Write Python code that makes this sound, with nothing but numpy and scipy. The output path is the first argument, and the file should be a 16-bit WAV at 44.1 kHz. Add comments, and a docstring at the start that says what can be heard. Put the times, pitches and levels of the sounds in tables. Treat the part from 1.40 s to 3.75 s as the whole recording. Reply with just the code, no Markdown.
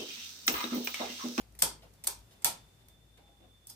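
"""A hand sets the needles of a flat knitting machine in a small hard room, over a low rumble and a hum.
Soft bumps on the bed and faint ticks come and go from the start. Three sharp clacks, at 0.2, 0.7 and
1.0 s, are each led in by a light tick: a needle catches, strikes its stop and rings the steel bed.
From 0.6 s a thin high trill, like distant crickets, runs behind; a faint tone passes at 1.8 s.
At 2.3 s the hand reaches the carriage and loose steel jingles briefly."""
import sys
import numpy as np
from scipy import signal
from scipy.fft import rfft, irfft, next_fast_len
from scipy.io import wavfile
from scipy.ndimage import map_coordinates

SR = 44100
rng = np.random.default_rng(int(sys.argv[2]) if len(sys.argv) > 2 else 0)


def store_pcm(level_fs):
    """Save levels as 16-bit WAV."""
    pcm = np.round(np.clip(level_fs, -1, 1) * 32767).astype(np.int16)
    wavfile.write(sys.argv[1], SR, np.atleast_2d(pcm).T)


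N = 103635


def amp(db):
    """Decibels to amplitude ratio."""
    return 10 ** (np.asarray(db) / 20)

def unit(x):
    """Normalisation to rms 1."""
    return x / np.sqrt(np.mean(x ** 2) + 1e-20)

def along(points, hz):
    """Interpolation of (frequency_hz, value) points on a log frequency axis."""
    f, v = np.transpose(points)
    return np.interp(np.log(hz + 1), np.log(f + 1), v)

def curve(rows):
    """Linear interpolation of (time_s, value) points at every sample."""
    return np.interp(np.arange(N) / SR, *np.transpose(rows))

def wobble(rate_hz):
    """Smooth random modulation: a spline through Gaussian knots."""
    knots = rng.standard_normal(int(N * rate_hz / SR) + 4)
    return map_coordinates(knots, [np.arange(N) * rate_hz / SR])

def pan(db):
    """Gains for a level difference, left over right."""
    return amp(np.array([[db], [-db]]) / 2)

def filtered(x, response):
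    """Zero-phase filtering: the spectrum is multiplied by a frequency response."""
    m = next_fast_len(x.shape[-1] + SR // 2)
    return irfft(rfft(x, m) * response(np.fft.rfftfreq(m, 1 / SR)), m)[..., :x.shape[-1]]

def minimum_phase(gain, size=2048):
    """A causal impulse response of energy 1, from the folded cepstrum of a gain curve."""
    cepstrum = irfft(np.log(np.maximum(gain(np.fft.rfftfreq(size, 1 / SR)), 1e-6)))
    cepstrum[1:size // 2] *= 2
    cepstrum[size // 2 + 1:] = 0
    impulse = irfft(np.exp(rfft(cepstrum)))
    return impulse / np.linalg.norm(impulse)

def add(out, start_s, x):
    """Superposition of x on out."""
    i = max(0, round(start_s * SR))
    out[:, i:i + x.shape[-1]] += x[..., :max(0, N - i)]

def spread(pair, coherence):
    """Partial coherence: two independent noises mix as mid and side."""
    turn = lambda hz: np.arccos(np.clip(along(coherence, hz), -1, 1)) / 2
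    mid, side = filtered(pair, lambda hz: np.array([np.cos(turn(hz)), np.sin(turn(hz))]))
    return np.array([mid + side, mid - side])

def chatter(envelope):
    """A noise burst of energy 1; partial spectral flattening keeps it unpitched."""
    raw = even = envelope * rng.standard_normal(len(envelope))
    for _ in range(4):
        even = irfft(np.exp(1j * np.angle(rfft(even))), len(raw)) * np.minimum(2 * envelope, 1)
    burst = unit(even) + .9 * unit(raw)
    return burst / np.linalg.norm(burst)

ATTACK_S, RELEASE_S = 0.00025, 0.0019
def contact(hold_s, colour, tilt_db_per_octave):
    """Source and filter: two parts chatter briefly, coloured by the body that is struck."""
    t = np.arange(SR // 10) / SR
    envelope = (1 - np.exp(-t / ATTACK_S)) * np.exp(-np.maximum(t - hold_s, 0) / RELEASE_S)
    body = minimum_phase(lambda hz: colour(hz) * amp(tilt_db_per_octave * np.log2(hz + 200)))
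    hit = signal.fftconvolve(chatter(envelope), body)
    return hit * np.linalg.norm(envelope) / np.linalg.norm(hit)

def ringing(modes, build_s):
    """Free vibration: damped modes with jittering phase, different in each channel."""
    t = np.arange(SR // 2) / SR
    ring = np.zeros((2, len(t)))
    for hz, db, t60_s in modes:
        decay = amp(db + rng.normal(0, 1.8) - 60 * t / t60_s)
        phase = 2 * np.pi * (hz * t + rng.random((2, 1)))
        ring += decay * np.sin(phase + .5 * wobble(62)[:len(t)])
    return ring * (1 - np.exp(-t / build_s))

# Reverberation time: frequency_hz, t60_s
ROOM_DECAY = [(150, 0.5841), (400, 0.26), (1040, 0.2929), (2760, 0.2853), (7280, 0.2341), (14000, 0.1523)]
# Colour of the reverberation: frequency_hz, gain_db
ROOM_SPECTRUM = [(100, 5.5), (300, 4.5), (550, 6), (850, 5.5), (2000, -3), (5000, 0.5), (8500, -7),
                 (12000, 3), (15000, -8), (16000, -8.5)]
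# Its left-right likeness: frequency_hz, coherence
ROOM_COHERENCE = [(100, 1), (300, 0.6), (700, .4), (1500, 0), (4000, 0.11)]
ROOM_DB, ROOM_DELAY_S, ROOM_BUILD_S = -1, 0.001, 0.0027
def room_tail():
    """Diffuse reverberation: reflections build up, then absorption takes the treble first."""
    noise = spread(rng.standard_normal((2, SR // 2)), ROOM_COHERENCE)
    hz, t, bands = signal.stft(noise, SR, nperseg=256)
    tail = signal.istft(bands * amp(-60 * t / along(ROOM_DECAY, hz)[:, None]), SR, nperseg=256)[1]
    age_s = np.maximum(np.arange(tail.shape[1]) / SR - ROOM_DELAY_S, 0)
    tail *= 1 - np.exp(-age_s / ROOM_BUILD_S)
    return filtered(tail / np.linalg.norm(tail[0]), lambda f: amp(along(ROOM_SPECTRUM, f)))

SCATTER_S, SCATTER_DB, SCATTER_LOW_HZ, RADIATION_LOW_HZ = 0.0022, 3, 1170, 892
def in_room(x, room_db, pan_db):
    """Multipath propagation: direct sound, treble scattered off the machine, and wall reflections."""
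    highpass = lambda y, hz: signal.lfilter(*signal.butter(1, hz, 'high', fs=SR), y)
    tail = room_tail()
    fade = np.exp(-np.arange(tail.shape[1]) / SR / SCATTER_S)
    near = amp(SCATTER_DB) * highpass([chatter(fade), chatter(fade)], SCATTER_LOW_HZ)
    near[0, 0] += 1
    near[1, 4] += 1  # the direct sound reaches the right 4 samples later
    near /= np.linalg.norm(near, axis=1, keepdims=True)
    near = highpass(near, RADIATION_LOW_HZ)  # small parts radiate little bass
    return signal.fftconvolve(x[None], near * pan(pan_db) + amp(ROOM_DB + room_db) * tail, axes=1)

# Colour of the ambient noise: frequency_hz, relative_db
AIR_SPECTRUM = [(20, -30), (35, -10), (70, -7.5), (130, -5.5), (200, -10.5), (400, -15), (750, -17.5),
                (1050, -22), (2800, -25), (6000, -27), (12000, -29.5), (15500, -33)]
# Its left-right likeness: frequency_hz, coherence
AIR_COHERENCE = [(50, .93), (150, .85), (400, 0.68), (1000, 0.056), (4000, 0), (15000, 0.011)]
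# Its course: time_s, level_db
AIR_LEVEL = [(0, -65), (.8, -63.5), (1.25, -63), (1.55, -67), (2.35, -67)]
AIR_TOP_HZ, RUMBLE_HZ, RUMBLE_SWING_DB = 15600, 600, -1.5
def room_air():
    """Broadband ambient noise; amplitude modulation of its low band makes a restless rumble."""
    noise = spread(rng.standard_normal((2, N)), AIR_COHERENCE)
    air = unit(filtered(noise, lambda hz: amp(along(AIR_SPECTRUM, hz)) * (hz < AIR_TOP_HZ)))
    low = filtered(air, lambda hz: 1 / (1 + (hz / RUMBLE_HZ) ** 4))
    rumble = low * pan(db=1.5) * amp(RUMBLE_SWING_DB * wobble(5.2))
    return amp(curve(AIR_LEVEL)) * (air - low + rumble)

# Course of the hum's lower tone: time_s, level_db
HUM_LEVEL = [(0, -56.5), (.06, -63), (.18, -58), (.3, -60.5), (.52, -64), (.58, -74), (.72, -62.5),
             (.82, -58), (.91, -78), (1.1, -85), (1.24, -60.5), (1.33, -77.5), (1.42, -67.5), (1.9, -68),
             (2.1, -67.5), (2.35, -72.5)]
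HUM_HZ, UPPER_HZ, UPPER_DB = 54.7, 100.3, -70.5
def hum():
    """Two low tones waver by amplitude and phase modulation."""
    t = np.arange(N) / SR
    lower = amp(curve(HUM_LEVEL)) * unit(np.sin(2 * np.pi * HUM_HZ * t + 0.78 * wobble(4.8)))
    upper = amp(UPPER_DB + 2 * wobble(19)) * unit(np.sin(2 * np.pi * UPPER_HZ * t + 2.7 * wobble(17)))
    return (lower + upper) * pan(db=3.5)

# Colour of a bump: frequency_hz, gain_db
BUMP_SPECTRUM = [(40, -17.5), (150, -5), (300, -1.5), (750, -2.5), (1200, -10), (2800, -9.5), (6000, -19.5),
                 (15000, -30.5)]
# Touches on the bed: start_s, level_db, hold_s, tilt_db_per_octave
BED_BUMPS = [(.003, -59, 0.016, 5.5), (0.421, -60, 0.024, 1.5), (0.909, -64, .03, 4.5),
             (1.388, -72.5, .04, 1.5), (1.772, -60.5, 0.012, 0.5), (1.865, -70, .03, -1),
             (2.001, -62, 0.0097, -3.5), (2.024, -67, .03, -2)]
def bumps():
    """Soft impact: hand and tool meet the bed in long, weak contacts."""
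    out = np.zeros((2, N))
    for start_s, db, hold_s, tilt in BED_BUMPS:
        touch = contact(hold_s, lambda hz: amp(along(BUMP_SPECTRUM, hz)), tilt)
        add(out, start_s, amp(db) * in_room(touch, room_db=-1, pan_db=1.5))
    return out

# Resonances of the needle bed: centre_hz, width_hz, peak_db
BED_RESONANCES = [(900, 160, -7.5), (1370, 200, -9.5), (2176, 850, -12), (3450, 330, -10), (4770, 720, -10),
                  (6350, 770, -7.5), (8310, 730, 1), (8910, 450, -1), (10330, 400, -8.5), (13100, 630, -3)]
# Broad colour of a hard impact: frequency_hz, gain_db
SNAP_SPECTRUM = [(40, -25.5), (150, -19.5), (400, -15.5), (900, -18), (2000, -14), (4000, -9.5),
                 (7500, -3.5), (11000, -7.5), (14000, -5.5), (15200, 0), (16400, -40.5)]
def bed_response(hz):
    """Frequency response of the bed: resonance peaks add in power to a broad snap."""
    peaks = sum(amp(db) ** 2 / (1 + (2 * (hz - centre) / width) ** 2)
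                for centre, width, db in BED_RESONANCES)
    return np.sqrt(amp(along(SNAP_SPECTRUM, hz)) ** 2 + 2 * peaks * hz / (hz + 300))

# Needles catching: start_s, level_db, hold_s, tilt_db_per_octave, body_db, room_db
NEEDLE_TICKS = [(0.122, -66, 0.0039, -2, 0, 0), (0.15, -57, .003, 0.5, 11, 0),
                (0.189, -39, 0.003, 2, 2, 6.5), (0.6382, -39, 0.0021, 0, 4, 4),
                (0.643, -38, 0.0012, 5, 11, -3.5), (2.2693, -44.5, 0.00293, 2.5, -7, 1),
                (2.279, -60.5, 0.0063, 6, -3, -24), (.537, -61, .003, 1, 0, 1), (.789, -60, .002, 1, 0, 1),
                (1.02, -53, .007, -2.5, 4, 1), (1.484, -53, .002, 0, 4, 0), (1.775, -60, .002, -5, 13, -1),
                (2.297, -44, .006, 1.2, -4, 1), ]
# Needles striking their stop: same columns
NEEDLE_CLACKS = [(0.2206, -14, 0.0035, -0.22, -3, 0), (0.6698, -22, 0.0055, 1, -0.5, -2),
                 (1.045, -15, 0.0019, 0.64, 0.5, 3.5)]
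# Modes of the bed after a clack: pitch_hz, relative_db, t60_s
BED_MODES = [(320, -42, .3), (800, -38, .28), (928, -32, .26), (1322, -35, .25), (4474, -38, .33),
             (5420, -34, .2), (6085, -34, .22), (6250, -35, .2), (6432, -32, .22), (8909, -29, .18),
             (9466, -31, .18), (10503, -33, .17), (13100, -32, .15)]
BODY_HZ, BODY_OCTAVES = 2050, 0.59
def needles():
    """Impact excitation: needles tick and clack, and each clack leaves the bed's modes ringing."""
    out = np.zeros((2, N))
    body_band = lambda hz: np.exp(-(np.log2((hz + 1) / BODY_HZ) / BODY_OCTAVES) ** 2)
    for start_s, db, hold_s, tilt, body_db, room_db in NEEDLE_CLACKS + NEEDLE_TICKS:
        hit = contact(hold_s, lambda hz: bed_response(hz) * amp(body_db * body_band(hz)), tilt)
        add(out, start_s, amp(db) * in_room(hit, room_db, pan_db=-1.5))
    for start_s, db, *_ in NEEDLE_CLACKS:
        add(out, start_s, amp(db) * ringing(BED_MODES, build_s=0.00486))
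    return out

# Cricket-like trills: start_s, end_s, pitch_hz, level_db, chirp_rate_hz, pan_db
TRILLS = [(.57, 1.12, 3545, -77.5, 10, -2), (1.12, 2.4, 3545, -72, 10, -3), (1.85, 2.4, 3470, -75, 11, -3)]
CHIRP_BEND_HZ, CHIRP_DEPTH_DB, FLUTTER_HZ, FLUTTER_DB = 22, 1.5, 25, 2
def trill():
    """Amplitude and frequency modulation: chirps swell and bend a tone, heard mostly off the walls."""
    out, t = np.zeros((2, N)), np.arange(N) / SR
    for start_s, end_s, hz, db, rate_hz, pan_db in TRILLS:
        chirp = np.sin(2 * np.pi * rate_hz * t + wobble(4))
        pitch = hz + CHIRP_BEND_HZ * chirp + FLUTTER_HZ * wobble(120)
        swell = amp(CHIRP_DEPTH_DB * chirp + FLUTTER_DB * wobble(70))
        tone = unit(swell * np.sin(2 * np.pi * np.cumsum(pitch) / SR))
        direct = tone * np.array([[1], [-1]])  # left and right in antiphase
        echo = unit(signal.fftconvolve(tone[None], room_tail(), axes=1)[:, :N])
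        gate = np.clip(np.minimum(t - start_s, end_s - t) / 0.0072, 0, 1)
        out += amp(db) * gate * pan(pan_db) * unit(.5 * direct + .9 * echo)
    return out

def thin_tone(start_s=1.78, end_s=1.99, pitch_hz=812, level_db=-77):
    """A faint sinusoid comes and goes under random amplitude and phase modulation."""
    t = np.arange(N) / SR
    gate = np.clip(np.minimum(t - start_s, end_s - t) / 0.035, 0, 1)
    envelope = gate * amp(level_db + 1.6 * wobble(20))
    return envelope * unit(np.sin(2 * np.pi * pitch_hz * t + .5 * wobble(30.4)))

# Modes of the loose steel: pitch_hz, relative_db, t60_s
STEEL_MODES = [(4480, -5, .14), (5050, 3, .15), (5210, -6, .12), (6508, -6, .11), (9620, -3, .1),
               (10300, -4, .07), (14660, -7, .1)]
# Knocks that excite them: start_s, level_db
STEEL_KNOCKS = [(2.27, -67), (2.292, -54), (2.298, -55)]
def jingle():
    """Inharmonic modal decay: loose steel on the carriage rings briefly."""
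    out = np.zeros((2, N))
    for start_s, db in STEEL_KNOCKS:
        add(out, start_s, amp(db) * ringing(STEEL_MODES, ATTACK_S))
    return out

def scene():
    """Superposition of the machine and the quiet room."""
    return room_air() + hum() + bumps() + needles() + trill() + thin_tone() + jingle()

TOP_HZ, TOP_FADE_HZ = 16200, 1200
def record(dry):
    """Band limiting: the highest treble tapers to nothing."""
    return filtered(dry, lambda hz: np.clip((TOP_HZ - hz) / TOP_FADE_HZ, 0, 1))


dry = scene()
out = record(dry)
store_pcm(out)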